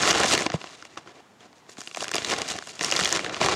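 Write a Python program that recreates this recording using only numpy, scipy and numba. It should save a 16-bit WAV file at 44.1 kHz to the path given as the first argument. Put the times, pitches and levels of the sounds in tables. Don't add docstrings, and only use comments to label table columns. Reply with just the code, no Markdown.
import sys
import numpy as np
from scipy import signal
from scipy.fft import rfft, irfft
from scipy.io import wavfile
from scipy.ndimage import uniform_filter1d
from numba import njit

SR = 44100
rng = np.random.default_rng(int(sys.argv[2]) if len(sys.argv) > 2 else 0)


def unload_wav(signal):
    wavfile.write(
        sys.argv[1],
        SR,
        np.round(np.clip(np.atleast_2d(signal).T, -1, 1) * 32767).astype(np.int16),
    )


def rack_gain(trim_db):
    fader = np.asarray(trim_db, float)
    return 10 ** (fader / 20)


N = 156555

# pitch_hz [Hz], level_db [dB per Hz]
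PAPER_SPECTRUM = [(40, -39), (160, 0), (360, 2), (700, -2), (1400, -5.5), (2800, -6), (6000, -10),
                  (16000, -12.5)]
LAG_S, PIVOT_HZ = .0007, 2436
RIP_END_S = .33
PADDING_HZ = 7400


def curve(table, x, col=1):
    table = np.array(table, float)
    return np.interp(x, table[:, 0], table[:, col])


def colour_db(table, hz):
    return curve([(np.log(f), d) for f, d in table], np.log(hz))


def unit(x):
    return x / np.sqrt(np.mean(x ** 2))


def walk(rate_hz):
    hold = int(SR / rate_hz)
    steps = np.repeat(rng.standard_normal(N // hold + 1), hold)
    return unit(uniform_filter1d(steps, hold)[:N])


def coloured(table):
    hz = np.arange(N // 2 + 1) * SR / N + 1
    white = rfft(rng.standard_normal(N))
    return unit(irfft(white * rack_gain(colour_db(table, hz)), N))


@njit
def ring(out, start, turn, fall, size, phase):
    for k in range(len(start)):
        i = int(start[k])
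        step = fall[k] * np.exp(1j * turn[k])
        z = size[k] * np.exp(1j * phase[k])
        left, not_risen = 1., 1.
        rise = fall[k] ** 10
        while left > .01 and i < len(out):
            not_risen *= rise
            if i >= 0:
                out[i] += z.imag * (1 - not_risen)
            z = z * step
            left = left * fall[k]
            i = i + 1
    return out


def lag(hz):
    return LAG_S * (np.sqrt(PIVOT_HZ / hz) - 1)


def rings(s, hz, cycles, db, phase, size=N):
    s, hz, cycles, db, phase = (np.ravel(a) * 1. for a in np.broadcast_arrays(s, hz, cycles, db, phase))
    start = (s + lag(hz)) * SR
    fall = rack_gain(-60 * hz / cycles / SR)
    return ring(np.zeros(size), start, 2 * np.pi * hz / SR, fall, rack_gain(db), phase)


def spread_hz(u):
    return 70 * 210 ** u


def strain():
    # start_s [s], length_s [s], level_db [dB], brightness [dB per octave]
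    tearing_pulls = [(-.01, 0.072, -22, -0.3), (0.065, 0.062, -19, 0.5), (0.139, 0.13, -21, -1.25),
                     (0.257, 0.081, -20.5, 2), (0.319, 0.14, -27.5, -0.6), (0.462, 0.046, -42, -16),
                     (.536, 0.016, -31.5, -2.5), (0.594, 0.16, -43.5, -0.5), (0.773, 0.1, -49, .1),
                     (0.897, 0.048, -50, -1), (0.978, 0.0065, -40, -2.5), (1.064, 0.053, -48.5, -3.5),
                     (1.143, 0.061, -52.5, -3.8), (1.404, 0.059, -50.5, -2.8), (1.557, 0.046, -58, 1),
                     (1.694, 0.041, -51, 6)]
    turning_pulls = [(1.783, 0.034, -44, 4), (1.83, 0.18, -50.5, 6), (1.975, .03, -40, 5),
                     (1.999, 0.045, -34.5, 3.5), (2.065, 0.059, -40, -1.5), (2.14, 0.049, -31, 1.5),
                     (2.19, 0.12, -33, 1), (2.296, 0.044, -24.5, 0.4), (2.362, 0.064, -31.5, -1.5),
                     (2.44, 0.049, -36.5, 0.5), (2.483, 0.037, -30, 3.5), (2.54, 0.046, -34, -1.7),
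                     (2.6, 0.074, -46.5, 3.5), (2.672, 0.042, -40.5, 3.5), (2.73, 0.087, -44.5, 1),
                     (2.811, 0.081, -28, 1.2), (2.914, 0.203, -26.5, 1.4), (3.121, 0.051, -26, -0.2),
                     (3.181, 0.089, -33, -2.5), (3.24, 0.11, -38.5, -6), (3.329, 0.15, -32.5, -2),
                     (3.413, 0.057, -20.5, -2.3), (3.485, 0.056, -24, -2.5)]
    grip_db_per_s, let_go_db_per_s = 1203, 803
    settle_db, settle_db_per_s = -9.5, 120
    t = np.arange(0, N + 44, 44) / SR
    s, length, db, bright = np.array(tearing_pulls + turning_pulls).T[..., None]
    before = np.maximum(s - t, 0)
    after = np.maximum(t - s - length, 0)
    fade = np.maximum(-let_go_db_per_s * after, settle_db - settle_db_per_s * after)
    weight = rack_gain(4 * (db - grip_db_per_s * before + fade)) + 1e-30
    total = weight.sum(0)
    return np.c_[t, 5 * np.log10(total), (weight * bright).sum(0) / total]


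def evenness(effort, s):
    calm_db, calm_span_db = -48, 16
    strained = np.clip((curve(effort, s) - calm_db) / calm_span_db, .25, .8)
    return np.where(s < RIP_END_S, .5, strained)


def open_air():
    # pitch_hz [Hz], level_db [dB per Hz]
    air_spectrum = [(18, -46), (30, -18), (232, -1.5), (524, -8), (757, -5.5), (7040, -24.5), (15900, -43)]
    return rack_gain(-57.5 + 0.86 * walk(6.16)) * coloured(air_spectrum)


def thumps():
    # start_s [s], peak_db [dB], pitch_hz [Hz]
    pouch_thumps = [(0.2, -11, 500), (0.341, -11, 347), (0.463, -12.5, 312), (0.543, -10.5, 163),
                    (0.972, -27.5, 426), (1.062, -40, 344), (1.692, -35.5, 453), (1.785, -29, 270),
                    (2.021, -22.5, 450), (2.146, -16.5, 446), (2.33, -16, 483), (2.82, -23, 490),
                    (3.016, -21, 170), (3.405, -18, 388)]
    s, db, hz = np.array(pouch_thumps, float).T
    late = s - lag(hz)
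    main = rings(late, hz, 8.1, db - 1.5, 1.0)
    overtone = rings(late, 2.53 * hz, 3.6, db, 0.79)
    return main + overtone


def slide(effort):
    slide_db, flicker_db, split_hz = -6, 2.5, 3200
    t = np.arange(N) / SR
    hiss = coloured(PAPER_SPECTRUM)
    dull = signal.sosfiltfilt(signal.butter(1, split_hz, fs=SR, output="sos"), hiss)
    bright = hiss - dull
    both_db = curve(effort, t) + flicker_db * evenness(effort, t) * walk(60) + slide_db
    tilt = curve(effort, t, 2)
    dull_db = both_db - 0.2 * tilt + 1.9 * walk(40)
    bright_db = both_db + 0.45 * tilt + 0.91 * walk(30.1)
    return rack_gain(dull_db) * dull + rack_gain(bright_db) * bright


def snaps():
    # start_s [s], peak_db [dB], main_pitch_hz [Hz], crack_db [dB]
    tearing_snaps = [(0.022, -12, 6420, -38), (0.032, -9, 1600, -29), (0.075, -6, 2710, -20),
                     (0.08, -11.5, 1750, -24), (0.089, -16, 830, -19), (0.103, -4.5, 3280, -27),
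                     (0.107, -2.5, 6050, -24), (0.112, -5, 5670, -27), (0.128, -13, 1570, -25),
                     (0.156, -11, 880, -33), (0.2, -17, 950, -16), (0.233, -9.5, 1530, -17),
                     (0.334, -9.5, 2300, -26), (0.35, -7.5, 2840, -20), (0.376, -9, 2190, -22),
                     (0.39, -16, 2050, -24), (0.419, -16.5, 2190, -28), (0.463, -8.5, 2210, -26),
                     (0.5, -16.5, 1530, -43), (0.518, -21.5, 1960, -42), (0.539, -21, 780, -35),
                     (0.614, -22.5, 2580, -44), (0.64, -18, 1020, -49), (0.671, -28, 3060, -59),
                     (0.824, -26, 1420, -45), (0.851, -29, 2240, -39.5), (0.958, -36, 1960, -52),
                     (0.973, -21, 1290, -42), (1.073, -29, 1320, -57), (1.092, -35, 935, -55),
                     (1.406, -36, 3200, -59), (1.528, -37.5, 770, -62), (1.665, -45, 1540, -61),
                     (1.693, -33, 1070, -51)]
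    reaching_snaps = [(1.769, -34.5, 1580, -50), (1.781, -30, 3450, -39), (1.805, -26.5, 3010, -31),
                      (1.815, -24.5, 1500, -31.5), (1.835, -34, 6660, -43), (1.873, -19.5, 2930, -36.5),
                      (1.912, -28, 2680, -53), (1.946, -19.5, 2500, -39), (1.96, -28, 786, -36),
                      (1.97, -16.5, 789, -27.5), (2.005, -19, 2960, -28), (2.024, -16, 700, -28),
                      (2.042, -15, 1600, -29.5), (2.053, -25, 1700, -44), (2.068, -29, 1110, -43),
                      (2.08, -16.5, 2880, -28), (2.09, -23, 1440, -34), (2.114, -16, 1520, -22),
                      (2.131, -25, 2010, -37), (2.137, -13.5, 2550, -32), (2.143, -14.5, 2550, -20),
                      (2.154, -13, 800, -18), (2.164, -11, 3760, -21), (2.181, -10.5, 2730, -31),
                      (2.219, -18, 705, -35), (2.246, -10, 3740, -24), (2.299, -20.5, 1170, -23),
                      (2.31, -12, 3030, -32), (2.323, -20, 754, -39), (2.335, -13, 1760, -26),
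                      (2.352, -29, 3250, -47), (2.363, -18, 3650, -38), (2.381, -17.5, 690, -31),
                      (2.385, -21, 1450, -25), (2.417, -14, 2440, -20.5), (2.486, -17.5, 5300, -23),
                      (2.554, -23, 694, -39), (2.564, -38, 880, -34), (2.586, -18.5, 1690, -33),
                      (2.609, -31, 743, -54), (2.623, -22.5, 1520, -44), (2.671, -28, 1520, -34)]
    turning_snaps = [(2.754, -37, 6040, -39), (2.792, -21, 2590, -33), (2.809, -10.5, 1860, -25),
                     (2.82, -22, 1940, -36), (2.836, -15, 1870, -23), (2.845, -8.5, 5170, -16),
                     (2.902, -16, 2540, -28), (2.913, -11, 6230, -16), (2.922, -4.5, 2940, -25),
                     (2.937, -20, 2810, -25), (2.951, -17, 2130, -29), (2.962, -9, 4900, -18),
                     (2.966, -6.5, 3550, -37), (2.99, -10, 1210, -21), (2.997, -9.5, 1800, -20),
                     (3.009, -9.5, 1290, -41), (3.035, -6, 3970, -29), (3.047, -9.5, 3230, -14),
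                     (3.055, -4, 3410, -37), (3.074, -15, 1630, -23), (3.09, -20, 5700, -24.5),
                     (3.125, -4, 6700, -13), (3.161, -14.5, 1560, -24), (3.192, -13.5, 2260, -32),
                     (3.245, -15.5, 2320, -34), (3.262, -15, 1570, -38), (3.294, -17.5, 1600, -45),
                     (3.344, -12, 2530, -40), (3.365, -17, 1540, -46), (3.413, -8, 830, -37),
                     (3.429, -10, 1760, -33), (3.46, -5.5, 750, -20), (3.485, -4.5, 1000, -22),
                     (3.521, -10.5, 910, -30)]
    body_db, body_cycles, side_db, fray_s = -2, 17.2, -4, .002
    crack_gain_db, crack_low_hz, crack_octaves, crack_cycles = 5, 4616, 1.6, 33.5
    crack_fall_db = 11
    size = SR // 10
    out = np.zeros((2, N + SR))
    for s, db, main_hz, crack_db in tearing_snaps + reaching_snaps + turning_snaps:
        u = rng.random((36, 4))
        start = .0109 + fray_s * (.3 + u[0, 1]) * u[:, 2] ** 2
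        phase = 2 * np.pi * u[:, 3]

        side_hz = spread_hz(.3 + .55 * (np.arange(23) + u[1:24, 0]) / 23)
        hz = np.r_[main_hz, side_hz]
        own = colour_db(PAPER_SPECTRUM, hz) + 16 * np.log10(hz)
        own = own - 2.57 * np.abs(np.log2(hz / main_hz))
        own = np.r_[0, own[1:] - own.max() + side_db - 9 * u[1:24, 1]]
        cycles = body_cycles * (hz / PIVOT_HZ) ** .5
        body = rings(start[:24], hz, cycles, own, phase[:24], size=size)

        high_hz = crack_low_hz * 2 ** (crack_octaves * (np.arange(12) + u[24:, 0]) / 12)
        muffle_db = crack_fall_db * np.log2(np.maximum(high_hz / PADDING_HZ, 1))
        high_db = -6 * u[24:, 1] - muffle_db
        crack = rings(start[24:], high_hz, crack_cycles, high_db, phase[24:], size=size)

        at = int((s - .01) * SR)
        out[0, at:at + size] += body * rack_gain(db + body_db) / np.abs(body).max()
        out[1, at:at + size] += crack * rack_gain(crack_db + crack_gain_db) / np.abs(crack).max()
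    return out[:, :N]


def crackle(effort):
    crackle_db, spread_db, patchy_db, biggest = -2, 4, 2.5, 2.3
    own_colour_db = 3.5
    tilt_floor_hz = 730
    flap_hz, flap_db = 139, -13
    flap_start_hz, flap_end_hz, flap_ring_db = 1600, 760, 4
    s = rng.random((6000, 1)) * N / SR
    big = rng.exponential(size=s.shape)
    u = rng.random((len(s), 6, 3))
    hz = spread_hz((np.arange(6) + u[..., 0]) / 6)

    size_db = spread_db * (np.minimum(big, biggest) - 1.6)
    size_db = size_db + patchy_db * walk(80)[(s * SR).astype(int)]
    crease_hz = spread_hz(0.27 + 0.65 * rng.random(s.shape))
    off = np.abs(np.log2(hz / crease_hz))
    own = colour_db(PAPER_SPECTRUM, hz) + 20 * np.log10(hz) + 8 * u[..., 1]
    own = own + evenness(effort, s) * size_db - own_colour_db * np.minimum(off, 3.0)
    cycles = 8.4 * (hz / PIVOT_HZ) ** 0.25
    power = np.sum(rack_gain(2 * own) * cycles / hz) * SR / N * np.log10(np.e) / 12
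    norm_db = -10 * np.log10(power)

    hand = curve(effort, s)
    hand = hand + curve(effort, s, 2) * np.log2(np.maximum(hz, tilt_floor_hz) / PIVOT_HZ)
    hand = hand + flap_db * ((hz < flap_hz) & (s > 2 * RIP_END_S))
    strip_hz = flap_start_hz * (flap_end_hz / flap_start_hz) ** (s / RIP_END_S)
    near_strip = np.exp(-2 * np.log2(hz / strip_hz) ** 2)
    hand = hand + flap_ring_db * (s < RIP_END_S) * near_strip
    return rings(s, hz, cycles, own + hand + norm_db + crackle_db, 2 * np.pi * u[..., 2])


def shiver(paper):
    tail_s, tail_db = .018, -14
    t = np.arange(SR // 10) / SR
    tail = rng.standard_normal(len(t)) * rack_gain(-60 * t / tail_s) * (t > .001)
    tail = tail / np.sqrt(np.sum(tail ** 2))
    return rack_gain(tail_db) * signal.fftconvolve(paper, tail)[:N]


def scene():
    effort = strain()
    body, crack = snaps()
    paper = thumps() + slide(effort) + body + crackle(effort)
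    paper = signal.sosfilt(signal.butter(4, PADDING_HZ, fs=SR, output="sos"), paper)
    paper = paper + signal.sosfilt(signal.butter(2, 8730, fs=SR, output="sos"), crack)
    return (paper + shiver(paper) + open_air())[None]


def roll_off(x):
    return signal.sosfilt(signal.butter(12, 16030, fs=SR, output="sos"), x)


def record(dry):
    port_hz, port_width_hz, port_db = 6780, 860, -11
    limit = .6
    x = signal.sosfilt(signal.butter(4, 70, "high", fs=SR, output="sos"), dry)
    port = signal.lfilter(*signal.iirpeak(port_hz, port_hz / port_width_hz, fs=SR), x)
    x = x + rack_gain(port_db) * port
    return roll_off(limit * np.tanh(x / limit))


dry = scene()
out = record(dry)
unload_wav(out)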